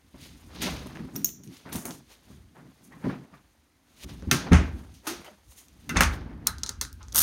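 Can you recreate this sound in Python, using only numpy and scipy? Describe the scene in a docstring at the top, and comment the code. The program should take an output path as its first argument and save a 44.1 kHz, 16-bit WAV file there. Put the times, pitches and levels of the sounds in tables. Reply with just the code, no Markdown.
"""A wooden door is unlatched and shut, then shuts again, heard from the hall: its panel thuds, its latch
clicks and its metal lock rings. A key then ticks against the lock and scrapes in over the pins.
Before the door, a leather bag is dragged and lifted off a wooden table, and its brass buckle clinks.
Cloth and leather rub and rustle throughout, with a few short squeaks, over a quiet room."""
import sys
import numpy as np
from scipy import signal
from scipy.fft import rfft, irfft, next_fast_len
from scipy.io import wavfile
from scipy.ndimage import map_coordinates

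SR = 44100
rng = np.random.default_rng(int(sys.argv[2]) if len(sys.argv) > 2 else 0)


def to_wav(s):
    """Save 16-bit WAV."""
    ch = np.atleast_2d(s).T  # columns
    pcm = np.round(np.clip(ch, -1, 1) * 32767)  # PCM
    wavfile.write(sys.argv[1], SR, pcm.astype(np.int16))


N = 318754
HALL_S = 5.85  # from here on we listen in the hall

# the room's echo; a ring time is how long a sound takes to fall 60 dB: (pitch [Hz], ring time [s])
ROOM = [(300, 0.36), (1300, 0.31), (4000, 0.4), (8000, 0.25), (15000, 0.19)]
# faint, constant stirring between the bigger moves: (time [s], rubbing [dB], shaking [dB])
STIR = [(0, -74, -70.5), (.4, -62.5, -56), (1.1, -66.5, -54), (1.4, -75, -61), (2.1, -81, -62.5),
        (2.75, -69, -66), (3.45, -72.5, -63), (3.83, -76.5, -71), (3.9, -67.5, -75), (4.15, -65.5, -43),
        (4.3, -67, -57), (4.9, -67, -72.5), (5.4, -71, -63.5), (5.75, -69, -75), (5.84, -64, -68),
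        (6.25, -80.5, -67.5), (6.45, -76, -55), (7.23, -69.5, -51.5)]


def door_thuds():
    """Each blow makes the wooden door ring with a few low tones."""
    blows = [(4.223, -32.5, 5.5), (4.272, -22, -10), (4.311, -33, 1), (4.517, 5.5, 2), (4.54, -17, 1.5),
             (4.598, -14, 3), (5.891, -30.5, 5), (5.961, -2.5, 0), (6.004, -15.5, 5), (6.034, -8.5, -1.5),
             (6.475, -48, 10), (6.634, -58, 10.5), (6.692, -49.5, 9.5), (6.815, -51.5, 11)]  # (time [s], level [dB], brightness [dB per octave])
    tones = [(54.8, -1.5, .4), (78.9, -2.5, 0.42), (133.4, -10, 0.23), (175.4, 1, 0.12), (234, -1.5, 0.081),
             (294.5, -18, 0.28), (413.4, -16, 0.13), (540, -21, 0.11)]  # (pitch [Hz], level [dB], ring time [s])
    return struck(blows, tones, attack_s=0.0035, drop_db=9, flutter=0.0094)


def lock_rattle():
    """Latch and key shake the metal case of the lock, which rings."""
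    blows = [(4.313, -16, 9.5), (4.521, -14.5, 5), (5.068, -12, -14.5), (5.896, -25, 9.5),
             (5.971, -31, 16.5), (6.006, -11.5, 0.5), (6.467, -15, -6), (6.633, -21.5, -10.5),
             (6.69, -27.5, -3.5), (6.812, -28.5, 4), (7.007, -26.5, -18), (7.152, -8.5, -13.5)]  # (time [s], level [dB], brightness [dB per octave])
    tones = [(882, -6, 0.27), (1052, 0.5, 0.16), (1270, 5, 0.29), (1400, 4.5, 0.32), (1562, 0.5, 0.44),
             (1768, 5, 0.086), (2084, 7.5, 0.09), (2670, 0, 0.11), (3640, -5, 0.052), (5420, -16.5, .06),
             (6250, -15, 0.033)]  # (pitch [Hz], level [dB], ring time [s])
    return struck(blows, tones, attack_s=0.00025, drop_db=21.5, flutter=0.093)


def metal_clicks():
    """Buckle, latch and key hit hard: each contact is a burst of noise that echoes in room or hall."""
    # (time [s], middle band [dB], low band [dB], high band [dB], echo compared with the burst [dB])
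    contacts = [(0.143, -64, -42, -65, -12), (0.6185, -21.5, -26.5, -25.5, 11),
                (0.6688, -37, -16.5, -44, -2), (0.8704, -40, -28, -32, -5), (0.953, -44, -37, -65, -14),
                (0.9715, -45, -24.5, -61, -4), (1.1564, -30.5, -34, -32.5, 1.5),
                (1.1608, -28, -29.5, -22, -5), (1.2174, -39, -43, -49, -7), (1.2447, -22, -62, -11, -6),
                (1.2914, -29, -58.5, -44, -17), (1.4361, -43.5, -49, -39, 7), (1.4753, -36.5, -61, -67, -9),
                (1.5692, -33.5, -44, -60.5, -17), (1.6908, -59, -29, -40, 7), (1.728, -26, -31, -20.5, 5.5),
                (1.7573, -24, -43, -19, -2), (1.8545, -26, -49, -16, -2), (1.908, -25, -53, -42, -1.5),
                (2.5679, -68, -35, -71, -4), (2.9239, -55, -41, -61.5, 4.5), (3.0417, -52, -29, -70, 2),
                (3.34, -69, -34, -73, 3.5), (4.2237, -39, -33, -83.5, -10), (4.313, -3, -7, -8, -2.5),
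                (4.519, -36, -12.5, -43, 9.5), (4.5321, -14, -6, -33.5, 3.5), (4.9412, -41, -80, -46, 9),
                (5.0693, -24, -27.5, -26, 14), (5.2464, -38, -38.5, -40, 6.5),
                (5.684, -38, -83.5, -44, -5.5), (5.893, -20.5, -23.5, -23.5, -3),
                (5.9597, -30, -11.5, -42.5, 12.5), (5.9693, -11.5, -15, -33.5, -0.5),
                (6.0072, -4, 1, -8.5, -1), (6.0338, -9.5, -12, -19.5, -3.5),
                (6.4687, -31.5, -16.5, -33, -1), (6.4705, -4.5, -26, -2.5, -15),
                (6.5835, -28, -39, -35, -6.5), (6.6341, -10, -54, -26, -18),
                (6.6625, -19.5, -33, -34, -0.5), (6.6922, -11.5, -27.5, -20, -13),
                (6.8128, -10.5, -25, -13.5, -5), (6.8504, -26, -27, -47, -26),
                (6.9287, -34.5, -71, -28.5, -12.5), (7.0294, -33.5, -64, -66, -5),
                (7.0836, -33.5, -40, -46, -5), (7.123, -28, -60, -51, -13), (7.1264, -27, -50, -31, -15)]
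    hall = [(300, 0.057), (1400, 0.35), (3000, 0.22), (8000, 0.18), (15000, 0.11)]  # the hall's echo: (pitch [Hz], ring time [s])
    key_from_s, echo_delay_s = 6.4, .003
    out, t = np.zeros(N + SR), np.arange(SR // 8) / SR
    for s, mid_db, low_db, high_db, echo_db in contacts:
        # the small key sounds in narrower bands
        edges_hz = [(3700, 8000), (700, 2000)] if s > key_from_s else [(2400, 8000), (600, 2400)]
        edges_hz.append((8000, 17000))
        bands = [signal.butter(3, edge, "bandpass", fs=SR, output="sos") for edge in edges_hz]
        gains = amp([mid_db, low_db, high_db])
        ring_s = 0.0097 * amp(0.24 * (mid_db + 22))  # harder contacts last longer
        fade = amp(-60 * t / ring_s)
        parts = [unit(signal.sosfilt(band, fade * rng.standard_normal(len(t)))) for band in bands]
        burst = (gains @ parts) * amp(-6.5) * np.sqrt(np.mean(fade ** 2))
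        tail = room_tail(hall if s > HALL_S else ROOM, count=SR * 2 // 3)
        echo = gains @ [unit(signal.sosfilt(band, tail)) for band in bands]
        echo *= amp(echo_db) * np.linalg.norm(burst) / np.linalg.norm(echo)
        out[round(s * SR):][:len(t)] += burst
        out[round((s + echo_delay_s) * SR):][:len(echo)] += echo
    return out[:N]


def key_taps():
    """The key taps the lock's cylinder, and both ring with high tones."""
    taps = [(6.47, -22.5, 4), (6.634, -28.5, -3), (6.663, -43, -9), (6.692, -45, 5), (6.813, -32, -2)]  # (time [s], level [dB], brightness [dB per octave])
    tones = [(4060, -3, 0.18), (5400, 0, 0.073), (6900, -4, .07), (9200, -1, 0.055), (9895, -12, .08)]  # (pitch [Hz], level [dB], ring time [s])
    return struck(taps, tones, attack_s=.0005, drop_db=6, flutter=.1)


def key_scrape():
    """The key hisses into the lock; 13 pin jumps over its teeth each add a tiny burst."""
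    slide = [(7.14, -43), (7.228, -18.5)]  # (time [s], level [dB])
    spectrum = [(290, -46), (500, -14), (1090, -16.5), (1290, -9), (2320, -20), (2940, -10.5), (7490, -5.5),
                (9060, 0), (10000, -7.5), (12100, -0.5), (15800, -4.5), (16500, -18)]  # scraping metal: (pitch [Hz], level [dB])
    first_pin_s, pin_step_s, hardest_push_s = 7.1467, .0064, 7.185
    t = np.arange(N) / SR
    force = amp(curves(slide)[0]) * (t > slide[0][0])
    for pin in range(13):
        s = first_pin_s + pin_step_s * pin + 0.00071 * rng.standard_normal()
        db = -11.5 - 296 * abs(s - hardest_push_s) + 1.5 * rng.standard_normal()
        age = np.clip(t - s, 0, None) / 0.0015  # each burst peaks after 1.5 ms
        force += amp(db) * age * np.exp(1 - age)
    return force * rubbing(spectrum, 300, lumpy_db=2.0)


def buckle_clinks():
    """The brass buckle's ring, hook and pin each have their own tones, and the room echoes them."""
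    clinks = [(1.162, -31.5, -43, -36), (1.2453, -24.5, -19, -22), (1.257, -31.5, -29, -35),
              (1.4351, -54, -53, -64)]  # (time [s], ring [dB], hook [dB], pin [dB])
    brass = [
        [(5660, 15, 0.026), (5780, -20.5, 0.93)],
        [(6670, 16, 0.026), (6160, -9.5, .3), (6570, 7, 0.028), (7100, -8.5, 0.34), (7560, -2, .06)],
        [(14300, 5, 0.21), (14390, 20, 0.043)],
    ]  # one list for each part: (pitch [Hz], level [dB], ring time [s])
    times, *part_levels = np.transpose(clinks)
    direct = np.zeros(N)
    for db, tones in zip(part_levels, brass):
        blows = np.c_[times, db, np.zeros_like(times)]
        direct += struck(blows, tones, attack_s=0.00039, drop_db=9, flutter=0.073)
    echo = signal.fftconvolve(direct, room_tail(ROOM, count=SR // 2))[:N]
    return direct + amp(-13.5) * echo


def table_knocks():
    """Bag and feet knock on table and floor, which give dull wooden tones."""
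    knocks = [(0.142, -39, 5.5), (0.668, -35, 11.5), (0.857, -29.5, 5.5), (0.953, -34, 5),
              (1.156, -36.5, 5), (1.4, -36.5, 0.5), (1.462, -36.5, -14), (1.661, -34.5, 4), (1.854, -37, 6),
              (2.302, -34, 2.5), (2.557, -45.5, -12), (3.044, -21, 3.5), (3.065, -16.5, 2.5),
              (3.329, -38, -5), (5.245, -61.5, -3)]  # (time [s], level [dB], brightness [dB per octave])
    tones = [(133, -6, 0.38), (191.7, 5.5, 0.068), (258, 2, 0.065), (378, -7, .08), (590, -11.5, 0.054),
             (995, -19.5, 0.035), (1344, -30, .04), (1880, -38, 0.037)]  # (pitch [Hz], level [dB], ring time [s])
    return struck(knocks, tones, attack_s=0.003, drop_db=5.5, flutter=0.0076)


def wood_rumble():
    """Bag, steps and door shake wood and floor: a deep rumble with a boom above it."""
    jolts = [(.05, .04, .1, -58, -64), (.145, 0.015, 0.64, -49, -49), (.37, 0.3, 0.042, -50, -53),
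             (.48, 0.074, 0.092, -43.5, -53), (.63, .12, 0.3, -38.5, -31.5), (.73, 0.088, 0.27, -37, -45),
             (.94, 0.071, 0.16, -48.5, -46), (1.015, 0.12, 0.14, -51, -34), (1.05, .06, 0.033, -36.5, -48),
             (1.15, 0.031, 0.24, -63, -33), (1.27, 0.083, 0.083, -52.5, -44),
             (1.49, 0.094, 0.1, -59.5, -41), (1.76, 0.085, 0.068, -39, -29.5),
             (1.87, 0.042, 0.16, -51, -35), (2.35, 0.12, 0.12, -43.5, -47), (2.47, 0.15, 0.068, -48.5, -72),
             (2.67, 0.21, 0.075, -59.5, -45), (2.97, 0.27, .1, -57, -48.5), (3.065, 0.035, 0.13, -37, -24),
             (3.22, 0.055, 0.06, -54.5, -45.5), (3.34, 0.046, 0.098, -55, -53),
             (4.055, 0.021, 0.2, -33.5, -38.5), (4.116, 0.066, 0.29, -39.5, -51),
             (4.286, 0.029, 0.023, -20, -25), (4.33, 0.022, 0.061, -36, -15.5),
             (4.62, 0.35, 0.13, -28, -28), (4.744, 0.045, 0.22, -31, -38.5), (5.11, 0.023, 0.12, -58, -41),
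             (5.165, .05, 0.13, -49, -50), (5.484, 0.035, .06, -46, -80), (5.792, 0.037, 0.07, -63, -68),
             (5.93, 0.062, 0.17, -56.5, -29), (5.96, 0.017, 0.99, -28, -36), (6.09, 0.39, 0.2, -35.5, -42),
             (6.5, 0.038, 0.045, -47, -49), (6.85, .1, .12, -39, -54), (7.03, 0.055, .06, -41, -62),
             (7.185, 0.066, 0.17, -29, -40.5)]  # (loudest at [s], swell [s], fade [s], deep [dB], boom [dB])
    deep_spectrum = [(25, -18.5), (50, 4), (80, 1), (110, -7), (160, -28), (300, -120)]  # (pitch [Hz], level [dB])
    boom_spectrum = [(50, -46.5), (110, -8), (150, 0.5), (210, -2), (256, 0), (395, -14), (600, -33.5),
                     (1100, -120)]  # (pitch [Hz], level [dB])
    _, shake_db = curves(STIR)
    in_hall = np.arange(N) / SR > HALL_S
    stir = amp([shake_db + 9 * in_hall, shake_db - 13])  # the hall hums lower
    deep, boom = np.hypot(swells(jolts), stir)
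    return deep * rubbing(deep_spectrum, 9, lumpy_db=2.0) + boom * rubbing(boom_spectrum, 25, lumpy_db=1)


def leather_and_cloth():
    """Each stroke of rubbing mixes a leather scuff, a cloth rustle and a fine hiss."""
    # (loudest at [s], swell [s], fade [s], scuff [dB], rustle [dB], hiss [dB])
    strokes = [(.146, 0.0084, 0.07, -52, -78, -79), (.24, 0.088, 0.13, -57.5, -48, -50),
               (.56, 0.047, 0.19, -52.5, -46.5, -59), (.622, 0.024, 0.23, -49, -32.5, -39.5),
               (.68, 0.17, 0.33, -38, -55, -64), (.866, 0.017, 0.035, -49, -59, -55.5),
               (.958, 0.0099, 0.22, -44.5, -56, -64), (1.15, 0.024, 0.12, -52, -81, -52),
               (1.285, 0.085, .04, -59, -54, -48), (1.54, 0.071, 0.22, -56.5, -53, -54.5),
               (1.66, 0.016, 0.27, -45, -59, -68), (1.724, 0.0074, .07, -53, -40.5, -52),
               (1.764, 0.038, 0.16, -40, -63, -38.5), (1.856, 0.0068, 0.09, -35, -62, -39),
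               (1.908, 0.037, 0.093, -55.5, -81, -44.5), (2.12, .07, .09, -57.5, -53.5, -54),
               (2.324, 0.3, 0.18, -60.5, -61.5, -61), (2.559, 0.015, 0.22, -52, -70, -69),
               (2.845, .03, .08, -63, -75, -54), (2.921, 0.025, 0.22, -54.5, -78.5, -69),
               (3.025, .1, .05, -74, -76, -65), (3.046, 0.013, 0.25, -44, -58.5, -64),
               (3.11, 0.11, 0.099, -36.5, -54, -59), (3.345, .04, 0.086, -53.5, -65, -74.5),
               (4.046, 0.073, 0.0063, -51, -43.5, -42), (4.094, 0.029, 0.13, -48.5, -50.5, -53.5),
               (4.42, .2, 0.079, -40, -50, -64), (4.472, 0.021, 0.057, -33, -50, -68),
               (4.52, 0.025, 0.24, -33, -55.5, -81), (4.79, .05, 0.075, -71, -61, -60),
               (5.06, 0.028, 0.31, -46.5, -56.5, -51), (5.265, 0.14, 0.08, -48, -60, -68),
               (5.521, 0.058, 0.044, -65, -60.5, -49.5), (5.583, 0.034, 0.092, -59.5, -54, -46),
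               (5.96, .02, 0.26, -32, -41.5, -56), (6.138, 0.057, 0.054, -38, -46.5, -49),
               (6.26, 0.12, 0.32, -48, -97.5, -82), (6.465, 0.036, 0.83, -63, -60.5, -72),
               (7.018, 0.025, 0.043, -55, -55.5, -75), (7.14, 0.023, .5, -48.5, -60, -64)]
    scuff_spectrum = [(200, -29), (320, 3.5), (600, 1.5), (1000, -0.5), (1900, -6), (2500, -13),
                      (3500, -24), (7000, -120)]  # (pitch [Hz], level [dB])
    rustle_spectrum = [(1000, -24.5), (2000, -4), (3500, -2), (5000, -5), (7000, -17), (9500, -33.5),
                       (13000, -26), (17000, -120)]  # (pitch [Hz], level [dB])
    hiss_spectrum = [(2500, -120), (4500, -13), (7000, 2.5), (10000, -1.5), (14000, -3), (17000, -2)]  # (pitch [Hz], level [dB])
    rub_db, _ = curves(STIR)
    stir = amp([rub_db - 1, rub_db, rub_db + 1])
    scuff, rustle, hiss = np.hypot(swells(strokes), stir)
    return (scuff * rubbing(scuff_spectrum, 60, lumpy_db=2.5, grit_db=1.8)
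            + rustle * rubbing(rustle_spectrum, 90, lumpy_db=0.9, grit_db=1.5)
            + hiss * rubbing(hiss_spectrum, 90, lumpy_db=1.7))


def squeaks():
    """Each squeak, as of boards, soles or leather, is one wavering tone that dies fast."""
    creaks = [(2.922, -51, 1965), (2.935, -51, 1084), (3.333, -53, 1174), (5.072, -29.5, 329.5),
              (5.11, -33.5, 350), (5.243, -45.5, 2130), (5.262, -49, 3000), (5.278, -45.5, 617),
              (5.312, -48.5, 211)]  # (time [s], level [dB], pitch [Hz])
    out = np.zeros(N)
    for s, db, hz in creaks:
        ring_s = 0.14 * (1000 / hz) ** .3  # lower ones last longer
        waver = 0.098 * np.sqrt(hz / 1000)
        out += struck([(s, db, 0)], [(hz, 0, ring_s)], attack_s=0.0025, drop_db=-4.5, flutter=waver)
    return out


def room_air():
    """The quiet room is a faint, almost steady noise."""
    spectrum = [(24, -30), (40, -23.5), (300, -3), (427, -15.5), (2140, -18), (2900, -28.5), (3210, -26.5),
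                (15300, -31), (16500, -33)]  # (pitch [Hz], level [dB])
    return amp(-67) * rubbing(spectrum, 5, lumpy_db=.7)


def struck(blows, tones, attack_s, drop_db, flutter):
    """Every blow rings the same tones at slightly new strengths; loose parts make them flutter."""
    out, t = np.zeros(N + SR), np.arange(SR * 3 // 4) / SR
    hz, level_db, ring_s = np.transpose(tones)[..., None]
    for s, db, brightness in blows:
        tone_db = level_db + brightness * np.log2(hz / hz[0]) + 1.5 * rng.standard_normal(hz.shape)
        wander = flutter * np.cumsum(rng.standard_normal((len(hz), len(t))), axis=1)
        ring = (amp(tone_db - 60 * t / ring_s) * np.sin(2 * np.pi * hz * t + wander)).sum(0)
        out[round(s * SR):][:len(t)] += amp(db - drop_db) * ring * (1 - np.exp(-t / attack_s))
    return out[:N]


def rubbing(spectrum, rate, lumpy_db, grit_db=0):
    """Noise that catches and slips rate times a second; grit roughens it every millisecond."""
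    grit = amp(grit_db * (rng.exponential(size=N // 44 + 1) - 1)).repeat(44)[:N]
    slips = rng.standard_normal(N) * amp(lumpy_db * wobble(rate)) * grit
    return unit(filtered(slips, lambda hz: amp(along(spectrum, hz))))


def swells(rows):
    """One gain curve per level column; each event climbs 20 dB in its swell and drops 20 in its fade."""
    t, power = np.arange(0, N + 32, 32) / SR, 0
    for s, swell, fade, *db in rows:
        away = np.where(t < s, (s - t) / max(swell, .003), (t - s) / max(fade, .003))
        power = power + amp(np.array(db)[:, None] - 20 * away) ** 2
    return [np.interp(np.arange(N) / SR, t, np.sqrt(p)) for p in power]


def room_tail(space, count):
    """An echo made of noise, count samples long; each pitch dies at its own speed."""
    hz, t, noise = signal.stft(rng.standard_normal(count), SR, nperseg=256)
    fade = amp(-60 * t / along(space, hz)[:, None])
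    tail = signal.istft(noise * fade, SR, nperseg=256)[1][:count]
    return tail / np.linalg.norm(tail)


def amp(db):
    """Turn decibels into a gain."""
    return 10 ** (np.asarray(db) / 20)


def unit(x):
    """Scale x to an average strength (rms) of 1."""
    return x / np.sqrt(np.mean(x ** 2) + 1e-20)


def along(points, hz):
    """Read between (pitch [Hz], value) points on a log scale of pitch."""
    pitches, values = np.transpose(points)
    return np.interp(np.log(hz + 1), np.log(pitches + 1), values)


def curves(rows):
    """One value per sample for each column after the time."""
    times, *columns = np.transpose(rows)
    return [np.interp(np.arange(N) / SR, times, column) for column in columns]


def wobble(rate):
    """A smooth curve through rate random points a second."""
    return map_coordinates(rng.standard_normal(int(N * rate / SR) + 4), [np.arange(N) * rate / SR])


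def filtered(x, response):
    """Scale each frequency in x by response(hz)."""
    size = next_fast_len(len(x) + 8192)
    return irfft(rfft(x, size) * response(np.fft.rfftfreq(size, 1 / SR)), size)[:len(x)]


def scene():
    """Add all the sources into one channel."""
    air = room_air()
    ringing = lock_rattle() + key_taps() + door_thuds() + table_knocks()
    movement = wood_rumble() + leather_and_cloth()
    return (ringing + movement + metal_clicks() + buckle_clinks() + squeaks() + key_scrape() + air)[None]


def record(dry):
    """The microphone colours the sound, softly squashes the loudest peaks and cuts the top treble."""
    microphone = [(20, -18.5), (45, -10), (70, -3), (5300, -1.5), (6400, 2), (7600, -8), (9200, 0.5),
                  (10400, -3.5), (11600, -1.5), (16000, -7.5)]  # (pitch [Hz], gain [dB])
    ceiling, top_hz = .75, 16200
    coloured = filtered(dry[0], lambda hz: amp(along(microphone, hz)))
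    squashed = coloured / (1 + np.abs(coloured / ceiling) ** 4) ** .25
    return filtered(squashed, lambda hz: np.clip((top_hz - hz) / 400, 0, 1) ** 2)[None]


dry = scene()
out = record(dry)
to_wav(out)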